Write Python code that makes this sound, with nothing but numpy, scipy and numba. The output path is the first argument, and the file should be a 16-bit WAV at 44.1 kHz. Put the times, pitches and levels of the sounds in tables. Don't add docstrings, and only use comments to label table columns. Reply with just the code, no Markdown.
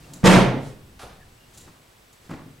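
import sys
import numpy as np
from scipy import signal
from scipy.fft import rfft, irfft
from scipy.io import wavfile
from scipy.ndimage import uniform_filter1d
from numba import njit

SR = 44100
rng = np.random.default_rng(int(sys.argv[2]) if len(sys.argv) > 2 else 0)


def inscribe(sig):
    pcm = np.round(np.clip(np.atleast_2d(sig).T, -1, 1) * 32767)
    wavfile.write(sys.argv[1], SR, pcm.astype(np.int16))


N = 114660


def undb(db):
    return 10 ** (np.asarray(db) / 20)


def curve(points, hz):
    f, v = np.array(points).T
    return np.interp(np.log(np.maximum(hz, 1)), np.log(f), v)


def bins():
    return np.arange(N // 2 + 1) * SR / N


def convolve(x, response):
    return signal.fftconvolve(np.atleast_2d(x), np.atleast_2d(response), axes=-1)[:, :N]


def colour(x, points):
    gain = undb(curve(points, bins()))
    unit_power_gain = gain / np.sqrt(np.mean(gain ** 2))
    cepstrum = irfft(np.log(unit_power_gain), N)
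    cepstrum[1:N // 2] *= 2
    cepstrum[N // 2 + 1:] = 0
    response = irfft(np.exp(rfft(cepstrum)), N)[:N // 10]
    return convolve(x, response)


def narrow(hz, width_hz):
    band = np.exp(-((bins() - hz) / width_hz) ** 2)
    x = irfft(rfft(rng.standard_normal(N)) * band, N)
    return x / x.std()


def swell(at, width):
    return np.exp(-.5 * ((np.arange(N) / SR - at) / width) ** 2)


# frequency in Hz, side level in dB relative to mid.
STEREO_WIDTH = [(60, -40.5), (130, -50), (300, -15), (700, -9), (1300, -5.5), (2400, -9.5), (5000, -7.5),
                (9000, -8.5), (13000, -39)]


def diffuse(width=STEREO_WIDTH):
    mid, side = rng.standard_normal((2, N))
    side = irfft(rfft(side) * undb(curve(width, bins())), N)
    return np.array([mid + side, mid - side])


# frequency in Hz, time to decay by 60 dB in seconds.
GARAGE_T60 = [(40, 0.58), (150, .66), (500, 0.59), (1500, 0.54), (3500, 0.53), (7000, 0.35), (12000, 0.34)]
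GARAGE_SWELL_S = 0.0041
ECHO_GRAIN = 0.62
EVEN_BELOW_HZ = 760


def garage(direct_db):
    t = np.arange(N) / SR
    grain = np.exp(ECHO_GRAIN * np.repeat(rng.standard_normal(N // 32 + 1), 32)[:N])
    echoes = rfft(diffuse() * grain)
    centres = [hz for hz, _ in GARAGE_T60]
    tail = 0
    for share, (_, t60) in zip(np.eye(len(centres)), GARAGE_T60):
        band = curve(list(zip(centres, share)), bins())
        tail = tail + irfft(echoes * band, N) * np.exp(-np.log(1000) * t / t60)
    tail = tail * (1 - np.exp(-t / GARAGE_SWELL_S))
    power = uniform_filter1d(np.mean(np.abs(rfft(tail)) ** 2, axis=0), size=64)
    evening_db = -10 * np.log10(power / np.median(power)) / (1 + (bins() / EVEN_BELOW_HZ) ** 2)
    tail = colour(tail, np.column_stack([bins() + 1, evening_db]))
    response = tail / np.sqrt(np.mean(np.sum(tail ** 2, axis=1)))
    response[:, 0] += undb(direct_db)
    return response


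SNAP = 0.44


def chatter(rise, length):
    t = np.arange(8192) / SR
    onset = 1 - np.exp(-t / rise)
    x = rng.standard_normal(len(t)) * onset ** 2 * np.exp(-t / length)
    flat = irfft(np.exp(1j * np.angle(rfft(x))))
    x = flat * onset * np.exp(-(t / (4 * length)) ** 2)
    x = x / np.linalg.norm(x)
    x[0] += SNAP * np.exp(-rise / .0005)
    return x / np.linalg.norm(x)


def blows(rows, spectrum, direct_db):
    force = np.zeros(2 * N)
    for at, db, rise, length in rows:
        burst, start = chatter(rise, length), int(at * SR)
        force[start:start + len(burst)] += undb(db) * burst
    return convolve(colour(force[:N], spectrum), garage(direct_db))


def two_part(rows, low, high, direct_db, low_db=0, high_db=0):
    low_rows = [(at, db + low_db, rise, length) for at, db, _, rise, length in rows]
    high_rows = [(at, db + high_db, rise, length) for at, _, db, rise, length in rows]
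    return blows(low_rows, low, direct_db) + blows(high_rows, high, direct_db)


# frequency in Hz, relative level per Hz in dB.
AIR_SPECTRUM = [(25, -4.5), (55, 4.5), (80, -8), (107, 3.5), (200, -7), (470, -7.5), (900, -11),
                (1700, -13.5), (3300, -15), (7000, -20.5), (11000, -22), (15500, -25)]
# frequency in Hz, side level in dB relative to mid.
AIR_WIDTH = [(60, -24), (110, -25), (200, -7), (400, -3.5), (1300, 0.5), (2400, -2.5), (4400, -6),
             (8000, -7), (12000, -28)]
AIR_DB = -55.5
WHINE_HZ, WHINE_DB = 7850, -74.5


def air():
    hiss = undb(AIR_DB) * colour(diffuse(AIR_WIDTH), AIR_SPECTRUM)
    whine = undb(WHINE_DB) * narrow(WHINE_HZ, 64.6)
    return hiss + whine


# frequency in Hz, relative level per Hz in dB.
LOW_NOISE_SPECTRUM = [(25, 3.5), (60, 4.5), (130, 1), (270, -8), (400, -13.5), (1000, -46), (3000, -40),
                      (12000, -81)]
HIGH_NOISE_SPECTRUM = [(100, 15), (1000, -3), (3000, -6.5), (7000, -8), (10000, -11.5), (15000, -27.5)]


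def noise_swells(rows):
    low_level = sum(undb(db) * swell(at, width) for at, width, db, _ in rows)
    high_level = sum(undb(db) * swell(at, width) for at, width, _, db in rows)
    low = colour(diffuse(), LOW_NOISE_SPECTRUM) * low_level
    high = colour(diffuse(), HIGH_NOISE_SPECTRUM) * high_level
    return low + high


# middle in seconds, width in seconds, low noise in dB, high noise in dB.
NOISE_SWELLS = [(.08, 0.16, -63, -51.5), (.665, 0.048, -49, -45.5), (.86, .12, -50.5, -82),
                (1.18, 0.17, -51.5, -68), (1.61, 0.085, -65, -52), (2.26, 0.028, -64, -54)]


def early_hiss():
    return noise_swells(NOISE_SWELLS[:1])


def rustle_and_rumble():
    return noise_swells(NOISE_SWELLS[1:])


# middle in seconds, width in seconds, pitch in Hz, level in dB.
SQUEAKS = [(0.047, 0.0042, 2720, -52.5), (1.225, 0.019, 1760, -56.5), (1.43, 0.035, 2820, -66.5)]


def squeaks():
    return sum(undb(db) * swell(at, width) * narrow(hz, 100) for at, width, hz, db in SQUEAKS)


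# start in seconds, level in dB, rise in seconds, length in seconds.
CLICKS = [(.1355, -19, 0.00015, 0.0057), (1.532, -29, 0.0045, 0.02), (1.572, -22, .003, 0.0098),
          (1.60, -27.5, 0.004, .02), (2.126, -33.5, 0.0016, 0.0078), (2.303, -33, 0.00089, 0.012)]
# frequency in Hz, relative level per Hz in dB.
CLICK_SPECTRUM = [(200, -21), (1500, -21.5), (2800, -10), (4000, -2), (5300, -5.5), (7200, 5), (9000, -4),
                  (10500, -3.5), (12500, -14.5), (16000, -11)]


def clicks():
    return blows(CLICKS, CLICK_SPECTRUM, direct_db=4)


# start in seconds, hollow body in dB, clack in dB,
# rise in seconds, length in seconds.
KNOCKS = [(.989, -25.5, -14, 0.0032, .016), (1.010, -35, -14.5, 0.0038, 0.022),
          (1.028, -11.5, -26, 0.0025, 0.014)]
# frequency in Hz, relative level per Hz in dB.
KNOCK_BODY = [(50, -1), (130, -1), (250, -4.5), (500, 2.5), (750, -2.5), (1150, -6.5), (1900, -22),
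              (5000, -25), (15000, -64)]
KNOCK_CLACK = [(100, -10), (550, -18), (760, 10), (920, -6.5), (1250, 3.5), (1900, -6.5), (3000, -7),
               (4700, -8.5), (7000, -14.5), (10500, -13.5), (15000, -32)]


def knocks():
    return two_part(KNOCKS, KNOCK_BODY, KNOCK_CLACK, direct_db=-0.5)


# start in seconds, boom in dB, panel rattle in dB,
# rise in seconds, length in seconds.
THUMPS = [(1.666, -21.5, -25, 0.0093, 0.012), (2.290, -12.5, -20, 0.0037, 0.0048),
          (2.300, -7, -12.5, 0.0053, 0.014), (2.334, -7, -18, .003, .005),
          (2.408, -20, -28.5, 0.006, 0.011)]
# frequency in Hz, relative level per Hz in dB.
THUMP_SPECTRUM = [(30, -9), (70, -15), (110, -5.5), (160, 2), (200, -4), (260, -1), (400, -13.5),
                  (650, -28), (2000, -33), (12000, -70)]
RATTLE_SPECTRUM = [(100, -11), (400, 2), (700, -1.5), (1000, 1), (1500, -4.5), (2200, -9.5), (3200, -18),
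                   (5000, -20), (12000, -38)]


def thumps():
    return two_part(THUMPS, THUMP_SPECTRUM, RATTLE_SPECTRUM, direct_db=2)


def driver():
    return rustle_and_rumble() + squeaks() + clicks() + knocks() + thumps()


# frequency in Hz, relative level per Hz in dB.
SWING_SPECTRUM = [(30, -9), (90, -16.5), (150, 12.5), (210, -5.5), (270, 2.5), (380, -10), (900, -13.5),
                  (2000, -24), (8000, -35.5)]
SWING_S, SWING_WIDTH_S, SWING_DB = .16, 0.098, -44.5


def swing():
    return undb(SWING_DB) * swell(SWING_S, SWING_WIDTH_S) * colour(diffuse(), SWING_SPECTRUM)


# start in seconds,
# thud in dB and metal clash in dB (both before the gains in slam), rise in seconds, length in seconds.
SLAM = [(.229, -15.5, -43.5, 0.0023, 0.022), (.236, -1.5, -5, 0.0044, 0.02), (.254, -2, 2, 0.0018, .014),
        (.286, -6, -14.5, 0.0042, 0.021), (.314, -3, -5, 0.0021, 0.023), (.346, -0.5, -13.5, 0.002, 0.016)]
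# frequency in Hz, relative level per Hz in dB.
THUD_SPECTRUM = [(25, -32), (55, -11.5), (78, -19), (105, -4.5), (160, -2), (240, -5.5), (320, -6),
                 (450, -8), (800, -15), (1300, -21), (2000, -23), (4000, -38), (12000, -63)]
CLASH_SPECTRUM = [(100, -10.5), (400, 7), (850, 7), (1300, -1), (1850, 1.5), (2500, -3), (3300, -3.5),
                  (4600, -9.5), (6500, -8), (9000, -14), (12000, -22), (16000, -46)]


def slam():
    return two_part(SLAM, THUD_SPECTRUM, CLASH_SPECTRUM, direct_db=-6.5, low_db=21.5, high_db=18)


# frequency in Hz, level in dB, time to decay by 60 dB in seconds,
# swell in seconds.
DOOR_MODES = [(37.9, -13, 0.71, 0.098), (96.5, -20, 0.71, .01), (121.6, -14.5, 0.85, .025),
              (143.7, -10, 0.25, 0.0017), (170.6, -9, .36, 0.0036), (186.5, 4.5, 0.44, 0.062),
              (213, -21, 0.93, 0.028), (310, -14, 0.37, 0.027), (394.3, -17.5, 0.75, 0.099),
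              (458, -27.5, 0.88, 0.034), (517.7, -14.5, 0.47, 0.023), (622, -40, 0.42, 0.01),
              (890, -13.5, 0.45, .015), (1154, -30, 0.507, 0.015), (1686, -27.5, 0.63, 0.023),
              (1894, -27.5, 0.77, .02), (3182, -30, 0.35, 0.026)]
BOOM_START_S = .238
MODE_SPREAD = 0.47


def boom():
    t = np.maximum(np.arange(N) / SR - BOOM_START_S, 0)
    ringing = 0
    for hz, db, t60, rise in DOOR_MODES:
        lag = MODE_SPREAD * np.sqrt(hz / 500) * rng.choice([-1, 1]) * np.array([[1], [-1]])
        envelope = (1 - np.exp(-t / rise)) * np.exp(-np.log(1000) * t / t60)
        ringing = ringing + undb(db) * np.sin(2 * np.pi * hz * t + lag) * envelope
    return ringing


# frequency in Hz, left minus right in dB.
DOOR_BALANCE = [(60, -1), (110, 3), (200, -2.5), (380, -1.5), (700, -2.5), (2400, -1.5), (8000, -1),
                (15000, 0)]


def door():
    lean_db = curve(DOOR_BALANCE, bins()) / 2
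    leaning = irfft(rfft(slam() + boom()) * undb([lean_db, -lean_db]), N)
    return swing() + leaning


def scene():
    return air() + early_hiss() + driver() + door()


@njit
def follow(x, attack, release):
    out, e = np.empty(len(x)), 0.
    for i in range(len(x)):
        e += (x[i] - e) * (attack if x[i] > e else release)
        out[i] = e
    return out


LIMIT_DB, LIMIT_RATIO = -3.5, 3.5
LIMIT_ATTACK_S, LIMIT_RELEASE_S = .002, 0.027
CEILING = 0.94
TOP_HZ = 15800


def record(dry):
    loudest_side = np.abs(dry).max(axis=0)
    envelope = follow(loudest_side, 1 / (LIMIT_ATTACK_S * SR), 1 / (LIMIT_RELEASE_S * SR))
    excess = np.maximum(envelope / undb(LIMIT_DB), 1)
    held = dry * excess ** (1 / LIMIT_RATIO - 1)
    rounded = CEILING * np.tanh(held / CEILING)
    low_pass = signal.ellip(10, .1, 80, TOP_HZ, fs=SR, output="sos")
    return signal.sosfilt(low_pass, rounded)


dry = scene()
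out = record(dry)
inscribe(out)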